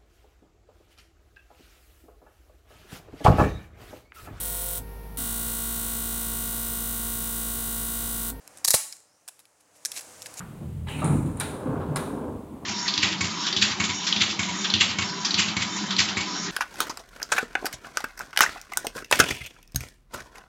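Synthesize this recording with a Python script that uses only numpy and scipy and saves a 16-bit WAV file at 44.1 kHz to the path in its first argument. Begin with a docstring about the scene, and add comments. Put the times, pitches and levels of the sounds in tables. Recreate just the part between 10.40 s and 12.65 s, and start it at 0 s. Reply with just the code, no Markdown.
"""Entrance of a large stone lobby, heard from the threshold as automatic glass doors slide open.
Behind them lies a faint steady background of shaped noise, with a knock dying away at the start.
The drive hums in low wavering tones; knocks ring as resonant noise and the seals scrape and hiss as grains.
Then the leaves rumble and roll along their track: random contacts ringing the glass, carriages and rail.
Sharp metal clicks, a catch and a carriage stop stand out; clicks and knocks carry the hall's reverberation."""
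import sys
import numpy as np
from scipy import signal
from scipy.fft import rfft, irfft
from scipy.io import wavfile
from scipy.ndimage import uniform_filter1d

SR = 44100
rng = np.random.default_rng(int(sys.argv[2]) if len(sys.argv) > 2 else 0)


def store_wav(level_fs):
    """Save 16-bit WAV to argv[1]."""
    pcm = np.round(np.clip(np.atleast_2d(level_fs), -1, 1) * 32767)
    wavfile.write(sys.argv[1], SR, pcm.T.astype(np.int16))


N = 99225
TIME_S = np.arange(N) / SR

# steady lobby background, spectrum: (frequency [Hz], relative density [dB per Hz])
BACKGROUND_SPECTRUM = [(30, 2.5), (60, -1.5), (150, 6.5), (290, -3.5), (500, -10), (1000, -17),
                       (1500, -23.5), (2100, -24), (3300, -27.5), (5500, -35.5), (7500, -29.5), (9500, -28),
                       (11500, -32), (15500, -34)]
# its loudness: (time [s], level [dB])
BACKGROUND_LEVEL = [(0, -41.5), (.42, -45.5), (1.5, -44), (2.25, -47)]
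# knock dying away at the start, spectrum: (frequency [Hz], relative density [dB per Hz])
FADING_SPECTRUM = [(500, -6), (1000, 12), (1400, 13), (2000, 1), (3300, -8), (5500, -37), (9500, -14),
                   (15000, -44)]
# hum of the drive: (frequency [Hz], rms level [dB])
DRIVE_TONES = [(83, -38.5), (126, -40), (205, -48)]
# seals scraping apart, spectrum: (frequency [Hz], relative density [dB per Hz])
SCRAPE_SPECTRUM = [(640, -20), (900, 11), (1180, -39), (1800, -3.5), (2350, 2.5), (3300, -15), (3900, -5),
                   (4800, -26.5), (6000, -47)]
# fine hiss along the leaves, spectrum: (frequency [Hz], relative density [dB per Hz])
HISS_SPECTRUM = [(4000, -27), (5900, -12.5), (7400, -3), (9500, 0.5), (11000, -9.5), (15500, -18)]
# small steel parts, resonances: (frequency [Hz], width [Hz], relative level [dB])
TICK_MODES = [(6830, 510, -0.5), (9020, 1230, 0.5), (10040, 630, 7)]
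# metal clicks: (time [s], ringing tick [dB], broad crack [dB], clack of the housing [dB])
CLICKS = [(0.59, -39, -66, -43), (0.6429, -27, -48, -40.5), (0.86, -44, -64.5, -54),
          (0.971, -38.5, -63, -51), (0.999, -21.5, -34.5, -36.5), (1.006, -33, -39, -33),
          (1.413, -62, -78, -52), (1.5585, -25.5, -38.5, -34.5), (1.566, -43, -36.5, -43)]
# the lock lets go: (time [s], level [dB])
UNLOCK = [(0.467, -46), (0.482, -35)]
# broad crack of a click, spectrum: (frequency [Hz], relative density [dB per Hz])
CRACK_SPECTRUM = [(2000, -34), (4000, -2), (7300, 0.5), (11000, -0.5), (13000, -1.5), (15500, -12)]
# housing behind the clicks, resonances: (frequency [Hz], width [Hz], relative level [dB])
CLACK_MODES = [(877, 235, 4.5), (1400, 94, 10), (1687, 95, 7.5), (2020, 105, 2.5), (2300, 205, 2),
               (3000, 1070, -2.5), (3910, 570, 1.5), (5420, 380, -22)]
# blows of the catch snapping over: (time [s], peak level [dB])
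CATCH_BLOWS = [(1.0, -17.5), (1.014, -23)]
# steel catch, resonances: (frequency [Hz], width [Hz], relative level [dB])
CATCH_MODES = [(1490, 16.1, -16), (3865, 12, -11), (7040, 36, -13), (8620, 28, 1), (10250, 280, -4)]
# a carriage hits its stop and bounces: (time [s], peak level [dB])
STOP_BLOWS = [(1.5603, -15.5), (1.5683, -21)]
# carriage stop, resonances: (frequency [Hz], width [Hz], relative level [dB])
STOP_MODES = [(1103, 85, 5), (1655, 18, 9), (2040, 26, 2), (2320, 68, -2), (4180, 32, -1), (5120, 110, -6),
              (9400, 120, 2.5), (10600, 120, -5)]
# knocks of the leaves and carriages: (time [s], frame [dB], glass thump [dB])
KNOCKS = [(0.206, -71, -34.5), (0.618, -27.5, -56), (0.674, -36.5, -29.5), (0.721, -45, -29.5),
          (1.254, -44, -37), (1.56, -32, -45), (2.227, -59, -46)]
# door frame, resonances: (frequency [Hz], width [Hz], relative level [dB])
FRAME_MODES = [(550, 130, -3.5), (632, 12, 5), (767, 43, 3), (888, 200, -1), (1240, 200, -1.5)]
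# thump of the glass, resonances: (frequency [Hz], width [Hz], relative level [dB])
THUMP_MODES = [(141, 33, 3), (179, 32, 15.5), (234, 32, 8), (296, 110, 2.5)]
# low rumble of the leaves: (time [s], level [dB])
RUMBLE_LEVEL = [(0.0, -38), (0.06, -81), (0.38, -38), (0.53, -42), (0.64, -35), (0.8, -26.5), (0.83, -37),
                (0.85, -33), (1.2, -45), (1.39, -36.5), (1.76, -48.5), (1.96, -41.5), (2.02, -51),
                (2.25, -52.5)]
# glass leaves, resonances: (frequency [Hz], width [Hz], relative level [dB])
LEAF_MODES = [(52.7, 11.5, -6), (66.5, 10.4, -3.5), (94.2, 30, 3.5)]
# boom of the glass, before its tone and side parts are weighted: (time [s], level [dB])
BOOM_LEVEL = [(0, -41), (.18, -52), (.25, -42), (.55, -38.5), (.63, -24.5), (.7, -23), (.74, -22),
              (.8, -30.5), (.88, -23.5), (.92, -35.5), (1.04, -35.5), (1.25, -50.5), (1.3, -24.5),
              (1.345, -38), (1.385, -28), (1.44, -50), (1.485, -28), (1.59, -32.5), (1.66, -43.5),
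              (1.9, -48), (2.25, -66)]
# centre pitch of the boom, which shifts as the leaves move: (time [s], frequency [Hz])
BOOM_PITCH = [(.6, 151.2), (.69, 142.6), (.76, 145), (.85, 132.1), (1.29, 162.9), (1.38, 146.6)]
# weaker resonances beside the boom: (frequency [Hz], width [Hz], relative level [dB])
BOOM_SIDE_MODES = [(124.5, 20.6, -9.5), (160.4, 19.3, -6)]
# rollers on the track, before a 2.5 dB trim and random swings: (time [s], level [dB])
ROLL_LEVEL = [(.5, -46), (.6, -33.5), (.67, -26), (.77, -26.5), (.83, -30.5), (.89, -30.5), (1.0, -39),
              (1.15, -36.5), (1.22, -46.5), (1.275, -26.5), (1.33, -33.5), (1.6, -33.5), (1.84, -34),
              (2.02, -40.5), (2.07, -49), (2.13, -36), (2.21, -50), (2.25, -36)]
# carriages, resonances: (frequency [Hz], width [Hz], relative level [dB])
CARRIAGE_MODES = [(206.8, 11, 1.5), (234, 20.7, 2), (258.7, 25.3, 3), (287, 15, 3.5), (314, 21.4, 0.5)]
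# shared by grinding and rail, before swings, dulling and rail trim: (time [s], level [dB])
GRIND_LEVEL = [(.5, -47), (.545, -44.5), (.6, -46), (.65, -38.5), (.73, -37.5), (.83, -45), (.97, -46.5),
               (1.08, -41), (1.22, -39.5), (1.28, -35), (1.38, -36), (1.53, -39.5), (1.6, -37), (1.77, -40),
               (1.86, -38.5), (1.98, -44), (2.08, -49), (2.21, -50.5), (2.24, -44)]
# grinding of the track, spectrum: (frequency [Hz], relative density [dB per Hz])
GRIND_SPECTRUM = [(350, -1), (570, 4), (750, 0), (1050, 1.5), (1250, -5), (1620, -9), (1850, -22.5),
                  (3500, -29), (5500, -71)]
# rail, resonances: (frequency [Hz], width [Hz], relative level [dB])
RAIL_MODES = [(383.5, 20.2, 1), (429, 34.5, -0.76), (509.3, 34.4, -4.1)]

DRIVE_START_S, DRIVE_END_S, DRIVE_FADE_S = 0.22, 0.522, 0.045
BRAKE_START_S, BRAKE_END_S, BRAKE_DB = 1.6, 2.08, -42.5
BRAKE_FIRST_HZ, BRAKE_LAST_HZ = 550, 439.4
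DRIVE_WAVER = 0.028  # fraction of the pitch

SCRAPE_START_S, SCRAPE_ATTACK_S, SCRAPE_END_S, SCRAPE_RELEASE_S = 0.466, 0.0084, 0.65, 0.12
HISS_START_S, HISS_ATTACK_S, HISS_END_S, HISS_RELEASE_S = 0.466, 0.025, 0.75, 0.18
SCRAPE_DB, HISS_DB, SQUEAK_DB = -44, -50.5, -43.5
SQUEAK_HZ, SQUEAK_SAG_HZ_PER_S, SQUEAK_END_S = 2996, 2400, 0.53

TICK_RISE_S, TICK_DECAY_S = 0.001, 0.002
CRACK_RISE_S, CRACK_DECAY_S = 0.0057, 0.0045
CLACK_RISE_S, CLACK_DECAY_S = 0.002, 0.02
CHATTER_DB, CHATTER_DECAY_S = -25.5, 0.022  # level relative to the tick
KNOCK_RISE_S, KNOCK_DECAY_S, THUMP_RISE_S, THUMP_DECAY_S = 0.0024, 0.025, 0.0071, 0.031

# the hall: weight [dB] and time to fall by 60 dB [s]
EARLY_DB, EARLY_T60_S = -3.5, 0.57
TICK_HALL_DB, TICK_T60_S = -9.5, 0.8
CLACK_HALL_DB, CLACK_T60_S = -4, 0.61
KNOCK_HALL_DB, KNOCK_T60_S = -6, 1

BOOM_WAVER, BOOM_TONE_DB, BOOM_SIDE_DB = 0.016, -5, -3  # waver is a fraction of the pitch
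ROLL_SWING_DB, GRIND_SWING_DB, RAIL_DB = 2.66, 1.02, -1
DULL_START_S, DULL_DB_PER_S, DULL_ABOVE_HZ = 1.73, 45, 1330


def from_db(db):
    """Decibels to gain."""
    return 10 ** (np.asarray(db) / 20)


def rms_one(x):
    """Scale to unit rms."""
    return x / np.sqrt(np.mean(x ** 2) + 1e-20)


def lowpass(x, order, hz):
    """Butterworth filter that dulls a sound above hz."""
    return signal.sosfilt(signal.butter(order, hz, fs=SR, output="sos"), x)


def bandpass(x, low_hz, high_hz):
    """Butterworth filter that keeps one band of a sound."""
    return signal.sosfilt(signal.butter(2, [low_hz, high_hz], "band", fs=SR, output="sos"), x)


def level(rows):
    """Gain over time from (time [s], level [dB]) points; fades in over the 50 ms before the first."""
    times, db = np.transpose(rows)
    fade_in = np.clip(1 + (TIME_S - times[0]) * 20, 0, 1)
    return from_db(np.interp(TIME_S, times, db)) * fade_in


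def drift(rate_hz):
    """Slow random wandering with spread 1: noise through two equal low-pass poles."""
    step = 40  # samples between drawn points
    pole = np.exp(-2 * np.pi * rate_hz * step / SR)
    noise = rng.standard_normal(N // step + 2002)
    settled = signal.lfilter([1], [1, -2 * pole, pole ** 2], noise)[2000:]
    return np.interp(np.arange(N) / step, np.arange(len(settled)), rms_one(settled))


def coloured(x, spectrum):
    """Give a steady excitation a spectrum, read on a log-frequency axis; rms 1."""
    hz = np.arange(N // 2 + 1) * SR / N
    table_hz, table_db = np.transpose(spectrum)
    db = np.interp(np.log(hz + 1), np.log(table_hz), table_db)
    return rms_one(irfft(rfft(x) * from_db(db), N))


def grains(per_second, size_db):
    """Dense random micro-contacts of uneven size and either sign; rms 1."""
    sizes = from_db(size_db * np.minimum(rng.exponential(1, N), 4))
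    signs = rng.choice([-1, 1], N)
    contact = rng.random(N) < per_second / SR
    return rms_one(sizes * signs * contact)


def evened(x, span_s):
    """Hold the short-term level of a vibration near 1."""
    power = uniform_filter1d(x ** 2, max(int(span_s * SR), 2))
    return x / np.sqrt(np.abs(power) + 1e-9)


def resonate(x, modes):
    """Parallel two-pole resonances with alternating signs, scaled for unit gain on white noise."""
    out, power = 0, 0
    for k, (hz, width_hz, db) in enumerate(modes):
        radius = np.exp(-np.pi * width_hz / SR)
        gain = from_db(db)
        b = (1 - radius ** 2) / 2
        poles = [1, -2 * radius * np.cos(2 * np.pi * hz / SR), radius ** 2]
        out = out + (-1) ** k * gain * signal.lfilter([b, 0, -b], poles, x + 1e-18)
        power += gain ** 2 * b
    return out / np.sqrt(power)


def burst(start_s, rise_s, decay_s):
    """A straight rise, then an exponential decay."""
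    rise = np.clip((TIME_S - start_s) / rise_s, 0, 1)
    return rise * np.exp(-np.maximum(TIME_S - start_s - rise_s, 0) / decay_s)


def stroke(start_s, attack_s, end_s, release_s):
    """A rubbing contact: a straight attack, a hold, then an exponential release."""
    attack = np.clip((TIME_S - start_s) / attack_s, 0, 1)
    return attack * np.exp(-np.maximum(TIME_S - end_s, 0) / release_s)


def in_hall(envelope, tail_db, tail_t60_s):
    """Envelope of a blow plus early and late diffuse reverberation, whose energies add and die away."""
    blow_power = envelope ** 2
    power = blow_power
    for db, t60_s in ((EARLY_DB, EARLY_T60_S), (tail_db, tail_t60_s)):
        keep = from_db(-120 / (t60_s * SR))  # acts on power: 60 dB down after t60_s
        power = power + from_db(db) ** 2 * signal.lfilter([1 - keep], [1, -keep], blow_power + 1e-18)
    return np.sqrt(power)


def metal():
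    """Noise, as dense contacts, ringing the small steel parts; level near 1."""
    ringing = resonate(rng.standard_normal(N), TICK_MODES)
    return evened(bandpass(ringing, 7500, 9460), 0.0078)


def struck(blows, modes):
    """Hard contacts set a part ringing as an impulse would; each blow is given by its peak level."""
    ring = resonate(signal.unit_impulse(N), modes)
    hits = sum(from_db(db) * np.interp(TIME_S - s, TIME_S, ring, left=0) for s, db in blows)
    return hits / np.abs(ring).max()


def lobby():
    """Shaped noise as the faint steady background, and an earlier knock dying away in the hall."""
    background = level(BACKGROUND_LEVEL) * coloured(rng.standard_normal(N), BACKGROUND_SPECTRUM)
    knock = from_db(-38) * burst(0.0052, TICK_RISE_S, decay_s=0.012)
    fading = in_hall(knock, KNOCK_HALL_DB, KNOCK_T60_S)
    return background + fading * coloured(rng.standard_normal(N), FADING_SPECTRUM)


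def drive():
    """Low tones wavering together as the motor pulls the leaves, and a faint falling whine as it brakes."""
    fade_in = np.clip((TIME_S - DRIVE_START_S) / DRIVE_FADE_S, 0, 1)
    fade_out = np.clip((DRIVE_END_S - TIME_S) / DRIVE_FADE_S, 0, 1)
    turning = 2 * np.pi * np.cumsum(1 + DRIVE_WAVER * drift(14.4)) / SR  # phase of a 1 Hz tone
    tones = sum(from_db(db + 2 * drift(37)) * np.sin(hz * turning) for hz, db in DRIVE_TONES)
    hum = fade_in * fade_out * tones

    braking = np.clip((TIME_S - BRAKE_START_S) / (BRAKE_END_S - BRAKE_START_S), 0, 1)
    pitch = BRAKE_FIRST_HZ + (BRAKE_LAST_HZ - BRAKE_FIRST_HZ) * braking
    pitch = pitch * (1 + DRIVE_WAVER * drift(16.7))
    swell = from_db(BRAKE_DB + 2 * drift(28)) * np.sin(np.pi * braking)
    whine = swell * np.sin(2 * np.pi * np.cumsum(pitch) / SR)
    return np.sqrt(2) * (hum + whine)  # sine peaks from rms levels


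def seals():
    """Rubbing grains scrape and hiss as the leaves part; a juddering, falling tone squeaks hoarsely."""
    scrape = stroke(SCRAPE_START_S, SCRAPE_ATTACK_S, SCRAPE_END_S, SCRAPE_RELEASE_S)
    scrape = scrape * from_db(SCRAPE_DB + drift(30)) * coloured(grains(7000, size_db=3.5), SCRAPE_SPECTRUM)
    hiss = stroke(HISS_START_S, HISS_ATTACK_S, HISS_END_S, HISS_RELEASE_S)
    hiss = hiss * from_db(HISS_DB + 0.54 * drift(27)) * coloured(grains(12000, size_db=4), HISS_SPECTRUM)

    pitch = SQUEAK_HZ - SQUEAK_SAG_HZ_PER_S * np.clip(TIME_S - SCRAPE_START_S, 0, 0.5)
    phase = 2 * np.pi * np.cumsum(pitch) / SR
    judder = rms_one(lowpass(rng.standard_normal((2, N)), 2, 260))  # blurs the tone into a narrow band
    hoarse = judder[0] * np.cos(phase) + judder[1] * np.sin(phase)
    squeak_shape = stroke(SCRAPE_START_S, HISS_ATTACK_S, SQUEAK_END_S, SCRAPE_RELEASE_S)
    return scrape + hiss + from_db(SQUEAK_DB) * squeak_shape * hoarse


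def rattle():
    """The small metal parts shiver on as the doors gather speed: one decaying burst of ringing."""
    return from_db(-38.5) * burst(0.645, CLACK_RISE_S, decay_s=0.067) * metal()


def knocks():
    """Jolts ring the frame and thump the glass: decaying resonant noise with the hall behind it."""
    frame = sum(from_db(db) * burst(s, KNOCK_RISE_S, KNOCK_DECAY_S) for s, db, _ in KNOCKS)
    glass = sum(from_db(db) * burst(s, THUMP_RISE_S, THUMP_DECAY_S) for s, _, db in KNOCKS)
    frame_ring = evened(resonate(rng.standard_normal(N), FRAME_MODES), 0.0126)
    glass_ring = evened(resonate(rng.standard_normal(N), THUMP_MODES), 0.0186)
    frame = in_hall(frame, KNOCK_HALL_DB, KNOCK_T60_S) * frame_ring
    glass = in_hall(glass, KNOCK_HALL_DB, KNOCK_T60_S) * glass_ring
    return lowpass(frame, 4, 2000) + lowpass(glass, 2, 650)


def clicks():
    """Each click is a hard metal tick with a brief chatter, a broad crack, and a clack of the housing."""
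    tick, crack, clack = np.zeros((3, N))
    for s, tick_db, crack_db, clack_db in CLICKS:
        chatter = from_db(CHATTER_DB) * burst(s, CLACK_RISE_S, CHATTER_DECAY_S)
        tick += from_db(tick_db) * (burst(s, TICK_RISE_S, TICK_DECAY_S) + chatter)
        crack += from_db(crack_db) * burst(s, CRACK_RISE_S, CRACK_DECAY_S)
        clack += from_db(clack_db) * burst(s, CLACK_RISE_S, CLACK_DECAY_S)
    for s, db in UNLOCK:  # the lock sounds through the same housing
        clack += from_db(db) * burst(s, CRACK_RISE_S, CRACK_DECAY_S)
    housing = evened(lowpass(resonate(rng.standard_normal(N), CLACK_MODES), 2, 5350), 0.0046)
    tick = in_hall(tick, TICK_HALL_DB, TICK_T60_S) * metal()
    crack = in_hall(crack, TICK_HALL_DB, TICK_T60_S) * coloured(rng.standard_normal(N), CRACK_SPECTRUM)
    return tick + crack + in_hall(clack, CLACK_HALL_DB, CLACK_T60_S) * housing


def catch_and_stop():
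    """The steel catch rings as it snaps over; later a carriage rings its stop and bounces."""
    return struck(CATCH_BLOWS, CATCH_MODES) + struck(STOP_BLOWS, STOP_MODES)


def rumble():
    """Bumps in the track shake the leaves at their resonances; a wavering tone booms in the glass."""
    shake = evened(bandpass(resonate(grains(500, size_db=-3), LEAF_MODES), 42, 115), 0.044)
    side = evened(bandpass(resonate(grains(500, size_db=7), BOOM_SIDE_MODES), 100, 200), 0.066)
    pitch = np.interp(TIME_S, *np.transpose(BOOM_PITCH)) * (1 + BOOM_WAVER * drift(13.7))
    tone = np.sqrt(2) * np.sin(2 * np.pi * np.cumsum(pitch) / SR)
    boom = from_db(BOOM_TONE_DB) * tone + from_db(BOOM_SIDE_DB) * side
    return level(RUMBLE_LEVEL) * shake + level(BOOM_LEVEL) * boom


def rollers():
    """Wheels over fine roughness: contacts ring carriages and rail in a dull roll, with brighter grinding."""
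    roll = evened(bandpass(resonate(grains(2500, size_db=2), CARRIAGE_MODES), 184, 380), 0.04)
    roll = roll * from_db(ROLL_SWING_DB * drift(22.4) - 2.5)
    grind = evened(coloured(grains(3000, size_db=1), GRIND_SPECTRUM), 0.14)
    grind = grind * from_db(GRIND_SWING_DB * drift(31))
    # the grinding dulls as the leaves slow down and move away
    dull = signal.sosfiltfilt(signal.butter(4, DULL_ABOVE_HZ, fs=SR, output="sos"), grind)
    treble_gain = from_db(-DULL_DB_PER_S * np.maximum(TIME_S - DULL_START_S, 0))
    grind = dull + (grind - dull) * treble_gain
    rail = from_db(RAIL_DB) * evened(resonate(grains(2500, size_db=1), RAIL_MODES), 0.044)
    return roll * level(ROLL_LEVEL) + (grind + rail) * level(GRIND_LEVEL)


def scene():
    """Lobby and doors, summed to one channel as heard from the threshold."""
    surroundings = lobby() + drive()
    details = seals() + rattle() + knocks() + clicks() + catch_and_stop()
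    leaves = rumble() + rollers()
    return (surroundings + details + leaves)[None]


def record(dry):
    """The microphone drops the deepest bass; a steep filter cuts the top."""
    thin = signal.sosfilt(signal.butter(4, 38, "high", fs=SR, output="sos"), dry)
    return signal.sosfilt(signal.ellip(10, 0.2, 80, 15900, fs=SR, output="sos"), thin)


dry = scene()
out = record(dry)
store_wav(out)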